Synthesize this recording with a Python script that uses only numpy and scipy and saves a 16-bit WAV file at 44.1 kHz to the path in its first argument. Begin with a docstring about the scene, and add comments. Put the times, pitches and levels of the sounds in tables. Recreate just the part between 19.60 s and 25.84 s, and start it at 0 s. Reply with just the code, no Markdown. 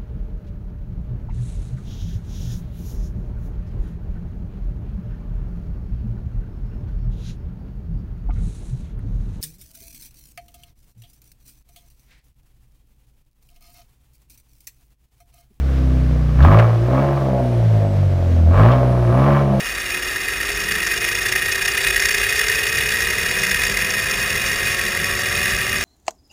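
"""Zipline trolley wheels grind down a stranded steel cable, gathering speed, heard from the rider below.
They roll over the wires in throbs and knocks that ring the steel frame; the throb is deepest at the
trolley's bounce rate. The wheel groove scuffs and ticks, the hanger drones, the strands add a rising
whine. Wind buffets the microphone in gusts, more as the ride gets faster."""
import sys
import numpy as np
from scipy import signal
from scipy.fft import rfft, irfft, next_fast_len
from scipy.io import wavfile

SR = 44100
rng = np.random.default_rng(int(sys.argv[2]) if len(sys.argv) > 2 else 0)


def master(y):
    """Save y as 16-bit WAV."""
    cut = np.clip(np.atleast_2d(y).T, -1, 1)
    pcm = np.round(cut * 32767)  # scale
    wavfile.write(sys.argv[1], SR, pcm.astype(np.int16))


N = 275184
TIME_S = np.arange(N) / SR
FFT_SIZE = next_fast_len(N + SR // 2, real=True)
BINS_HZ = np.arange(FFT_SIZE // 2 + 1) * SR / FFT_SIZE
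THROBS_PER_TURN = 1.035


def from_db(db):
    """Decibels to gain."""
    return 10 ** (np.asarray(db) / 20)

def unit_rms(x):
    """Scale to unit rms."""
    return x / np.sqrt(np.mean(x ** 2) + 1e-20)

def bell(x, centre, width):
    """Gaussian bump, height 1."""
    return np.exp(-((x - centre) / width) ** 2)

def drift(rate_hz):
    """Smooth random curve, unit rms."""
    pole = np.exp(-40 * np.pi * rate_hz / SR)
    slow = signal.lfilter([1], [1, -2 * pole, pole * pole], rng.standard_normal(N // 20 + 4002))[4000:]
    return np.interp(np.arange(N) / 20, np.arange(len(slow)), unit_rms(slow))

def colour(points, hz=BINS_HZ):
    """Gain from (f/Hz, level/dB) points, log-frequency interpolation."""
    points_hz, db = np.transpose(points)
    return from_db(np.interp(np.log(hz + 1e-9), np.log(points_hz), db))

def resonances(modes, floor_db):
    """Body gain: steep peaks over a flat floor."""
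    power = sum(from_db(db) ** 2 / (1 + ((BINS_HZ - hz) / width) ** 2) ** 2 for hz, width, db in modes)
    return np.sqrt(power + from_db(floor_db) ** 2)

def filtered(x, gain):
    """Minimum-phase filter; preserves white-noise power."""
    cepstrum = irfft(np.log(unit_rms(gain)), FFT_SIZE)
    cepstrum[1:FFT_SIZE // 2] *= 2
    cepstrum[FFT_SIZE // 2 + 1:] = 0
    return irfft(rfft(x, FFT_SIZE) * np.exp(rfft(cepstrum)), FFT_SIZE)[:N]

def grit(clump_db, rate_hz):
    """Noise as dense tiny impacts, clumped by a drifting level."""
    return unit_rms(rng.standard_normal(N) * from_db(clump_db * np.clip(drift(rate_hz), -2, 2)))

def octaves(wheel_hz, cruise_hz=34):
    """Octaves above cruising speed."""
    return np.log2(wheel_hz / cruise_hz)

def throb_cycles(turns):
    """Turns of a slightly smaller, out-of-true wheel; high spot at integers."""
    return THROBS_PER_TURN * turns - .48

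def cable_lay(turns):
    """Cable twist passing under the wheel, just under twice a turn."""
    return np.cos(2 * np.pi * (1.704 * turns - .29))

def wheel_load(wheel_hz, turns, bounce_hz=31):
    """Load swings with the cable lay and each throb; throbs deepen at the bounce rate."""
    depth_db = 0.75 + 2.5 * bell(THROBS_PER_TURN * wheel_hz, bounce_hz, width=4.3)
    throb_db = depth_db * np.cos(2 * np.pi * throb_cycles(turns))
    return unit_rms(from_db(throb_db + 1.65 * cable_lay(turns) + 1.5 * drift(98)))


# Rolling force spectrum: f/Hz, level/dB
ROLL_SPECTRUM = [(1300, 1.5), (2000, -0.5), (2800, 2), (4000, -0.5), (5600, -4)]

def rolling(force, steel):
    """Wires grind under the loaded wheel and keep the steel ringing."""
    contact = force * grit(clump_db=2.5, rate_hz=970)
    return from_db(1.83) * filtered(contact, steel * colour(ROLL_SPECTRUM))

def groove_scuff(force, turns, steel):
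    """The groove's side scuffs the twisting cable in short bright spurts."""
    spurts = unit_rms(from_db(0.5 * cable_lay(turns) + 5.0 * np.clip(drift(100), -2, 1.7)))
    contact = force * spurts * grit(clump_db=1.5, rate_hz=670)
    bright = resonances([(5510, 1000, 0)], floor_db=-22)
    return from_db(-3.5) * filtered(contact, steel * bright)


# Hanger and cable modes: f/Hz, half width/Hz, level/dB
HANGER_MODES = [(393, 27, -1), (481, 132, -4.5), (715, 77, -5.5), (960, 73, -8), (1153, 82, -5.5),
                (1299, 137, -0.5)]

def hanger_drone(wheel_hz, load):
    """The heavy hanger drones, growing with speed and loosely following the load."""
    level_db = -34.5 + 1.9 * octaves(wheel_hz)
    drive = from_db(level_db) * unit_rms(load ** 0.62) * rng.standard_normal(N)
    return filtered(drive, resonances(HANGER_MODES, floor_db=-60))


# Main strand tones: cycles per turn, level/dB, speed slope/(dB/octave), resonance lift/dB
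WHINE_TONES = [(13, -45.5, 8.5, 9), (12, -56.5, 3, 15.5)]

def strand_whine(wheel_hz, turns, resonance_hz=407):
    """Two beating strand tones glide up and swell through the hanger resonance."""
    out = np.zeros(N)
    for order, base_db, db_per_octave, lift_db in WHINE_TONES:
        swell_db = lift_db * bell(order * wheel_hz, resonance_hz, width=71)
        level_db = base_db + db_per_octave * octaves(wheel_hz) + swell_db + 1.44 * drift(7.0)
        phase = 2 * np.pi * order * turns + .34 * drift(2.1)
        out += from_db(level_db) * np.sin(phase)
    return np.sqrt(2) * out


# Weak strand tones: cycles per turn, relative level/dB, phase wander/rad
HUM_TONES = [(5.12, 2, 2.1), (8.26, -6.5, .7), (8.56, -3.5, 0.5), (9.95, -11.5, 0.88), (10.36, -5.5, 0.89),
             (11.87, -11.5, 1.2), (14.71, -5, 0.5), (16.56, 1.5, 0.39), (26.05, -2.5, 1.27)]
# Hanger radiation: f/Hz, level/dB
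HANGER_RADIATION = [(150, -30), (185, -3.5), (235, -9.5), (300, -19), (360, 2.5), (410, 5), (490, -6.5),
                    (600, -7), (800, -11.5), (1150, 2)]

def strand_hum(wheel_hz, turns):
    """Weaker, rougher strand tones grow with speed, radiated by the hanger."""
    out = np.zeros(N)
    for order, level_db, wander_rad in HUM_TONES:
        phase = 2 * np.pi * order * turns + wander_rad * drift(5.2)
        gain = from_db(level_db + 2.0 * drift(6.8)) * colour(HANGER_RADIATION, order * wheel_hz)
        out += gain * np.sin(phase)
    return from_db(-41.0 + 6.0 * octaves(wheel_hz)) * out


# Large-eddy spectrum: f/Hz, level/dB
BUFFET_SPECTRUM = [(12, -16), (25, -11), (38, 6), (52, 11.5), (66, -0.5), (90, -2.5), (160, -43)]
# Small-eddy spectrum: f/Hz, level/dB
RUSH_SPECTRUM = [(45, -21.5), (75, -0.5), (105, 2.5), (150, -5), (200, -14.5), (260, -12.5), (400, -31),
                 (1000, -35)]
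# Gusts and one lull: t/s, half length/s, buffet lift/dB, rush lift/dB, flutter lift/dB
WIND_GUSTS = [(1.12, 0.19, 4, -1, 15.5), (1.805, 0.22, -1, 3, 6), (2.5, .13, 6, 1.5, 1.2),
              (3.25, .25, 2, 1.5, 4), (4.073, .13, 8, 1.5, -1), (4.903, .22, 6, 1.8, -7),
              (5.28, .1, -3, -4.5, -1), (5.85, 0.39, 4.5, 0.7, -0.5)]

def wind(wheel_hz, onset_wheel_hz=35.9):
    """Large eddies thump the microphone, small ones rush past; at speed, air flutters on the gear."""
    gusts_db = sum(np.outer(lifts_db, bell(TIME_S, t, half_s)) for t, half_s, *lifts_db in WIND_GUSTS)
    buffet_db = -40 + 0.5 * octaves(wheel_hz) + gusts_db[0]
    rush_db = -39.5 + 10 * octaves(wheel_hz) + gusts_db[1]
    fast = .5 * (1 + np.tanh((wheel_hz - onset_wheel_hz) / 0.96))
    flutter_db = -55 + 15.5 * fast + gusts_db[2]
    buffet = filtered(rng.standard_normal(N), colour(BUFFET_SPECTRUM))
    rush = filtered(grit(clump_db=0.5, rate_hz=17), colour(RUSH_SPECTRUM))
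    flutter = filtered(rng.standard_normal(N), resonances([(189, 34, 0)], floor_db=-60))
    return from_db(buffet_db) * buffet + from_db(rush_db) * rush + from_db(flutter_db) * flutter

def chatter(turns, grind_db, above_db=6, spread_db=4.5):
    """One light knock of random strength per pass of the high spot: t/s, level/dB."""
    passes = np.flatnonzero(np.diff(np.floor(throb_cycles(turns))))
    scatter = np.clip(rng.standard_normal(len(passes)), -2, 2)
    return list(zip(TIME_S[passes], grind_db[passes] + above_db + spread_db * scatter))


# Hard knocks of the groove on the cable: t/s, relative level/dB
HARD_KNOCKS = [(0.304, -10.5), (0.5586, -10), (1.119, -7), (1.2728, -7.5), (1.3185, -8.5), (1.514, -11),
               (1.663, -4), (1.7216, -6), (1.917, -6), (1.955, -9), (2.0772, -5.5), (2.172, -4),
               (2.2687, -1.5), (2.3027, -10), (2.361, -4), (2.4204, -3), (2.4543, -2.5), (2.49, -10),
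               (2.546, -1.5), (2.579, -4), (2.792, -6), (2.8828, 0), (2.9158, -4), (3.184, -4.5),
               (3.319, -5), (3.8342, -5.5), (3.9105, -2.5), (3.9434, -6), (4.034, -3.5), (4.064, -6),
               (4.1694, -7), (4.1999, -9.5), (4.2467, -10), (4.5371, -3.5), (5.787, -8), (5.8925, -8)]
# Knock force spectrum: f/Hz, level/dB
KNOCK_SPECTRUM = [(1300, 0.12), (2000, 0.92), (2800, -1.2), (4000, -0.5), (5600, 1)]

def knocks(light_knocks, steel, rise_s=.0023, width_s=.0036):
    """Each knock, hard or light, rings the steel with a few milliseconds of grinding."""
    hard_knocks = [(t + rise_s, level_db) for t, level_db in HARD_KNOCKS]
    force = np.zeros(N)
    for t, level_db in hard_knocks + light_knocks:
        near = slice(max(int((t - .02) * SR), 0), int((t + .02) * SR))
        force[near] += from_db(level_db) * bell(TIME_S[near], t, width_s)
    contact = force * grit(clump_db=0.0, rate_hz=1500)
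    return from_db(-11.0) * filtered(contact, steel * colour(KNOCK_SPECTRUM))


# Groove-edge ticks: t/s, relative level/dB
EDGE_TICKS = [(2.119, -8), (2.401, -8), (4.249, -10), (4.305, -12), (4.512, -6), (4.871, -9), (4.917, -12)]

def edge_ticks(width_s=.0018):
    """The groove's edge catches a wire: a brief extra scuffing force."""
    return from_db(-9) * sum(from_db(db) * bell(TIME_S, t, width_s) for t, db in EDGE_TICKS)


# Grinding force: t/s, level/dB
GRIND_LEVEL = [(0, -27), (.6, -26), (1.5, -23.5), (1.85, -24), (2.55, -21), (3, -22), (3.35, -22.5),
               (3.9, -22.5), (4.55, -24), (5.1, -22), (5.55, -24.5), (5.85, -22), (6.24, -23.5)]
# Steel frame and wheel modes: f/Hz, half width/Hz, level/dB
STEEL_MODES = [(1663, 99, -6), (1836, 130, -6.5), (1842, 69, -1.5), (1876, 34, 0.3), (2050, 66, -3),
               (2157, 48, -10.5), (2462, 124, -6), (2510, 22, -0.6), (2760, 51, -11), (2837, 90, -9),
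               (3190, 73, -18), (3358, 110, -16), (3494, 65, -11.5), (3760, 130, -14), (3850, 100, -16.5),
               (4110, 150, -20), (4558, 112, -13.5), (4677, 93, -10.5), (5338, 142, -7.5), (5650, 230, -14),
               (6050, 100, -20.5)]

def scene():
    """Speed sets throb, whine and wind; wheel load drives grinding and drone."""
    start_hz, accel_hz_per_s, drag_hz_per_s2 = 19.9, 5.4, .407
    wheel_hz = start_hz + accel_hz_per_s * TIME_S - drag_hz_per_s2 * TIME_S ** 2 / 2
    turns = np.cumsum(wheel_hz) / SR
    grind_db = np.interp(TIME_S, *np.transpose(GRIND_LEVEL))
    load = wheel_load(wheel_hz, turns)
    roll_force = from_db(grind_db) * load
    scuff_force = from_db(-7.5) * roll_force + edge_ticks()
    steel = resonances(STEEL_MODES, floor_db=-38.5)
    grinding = rolling(roll_force, steel) + groove_scuff(scuff_force, turns, steel)
    knocking = knocks(chatter(turns, grind_db), steel)
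    drone = hanger_drone(wheel_hz, load)
    tones = strand_whine(wheel_hz, turns) + strand_hum(wheel_hz, turns)
    return (grinding + knocking + drone + tones + wind(wheel_hz))[None]

def record(dry):
    """Coarse sample-and-hold mirrors the ringing into the treble; a low-pass cuts the top."""
    hold_hz, cutoff_hz = 12000, 15250
    coarse = signal.resample(dry, round(N * hold_hz / SR), axis=1)
    held = signal.resample(np.repeat(coarse, 4, axis=1), N, axis=1)
    return signal.sosfilt(signal.ellip(12, .1, 90, cutoff_hz, fs=SR, output="sos"), held)


dry = scene()
out = record(dry)
master(out)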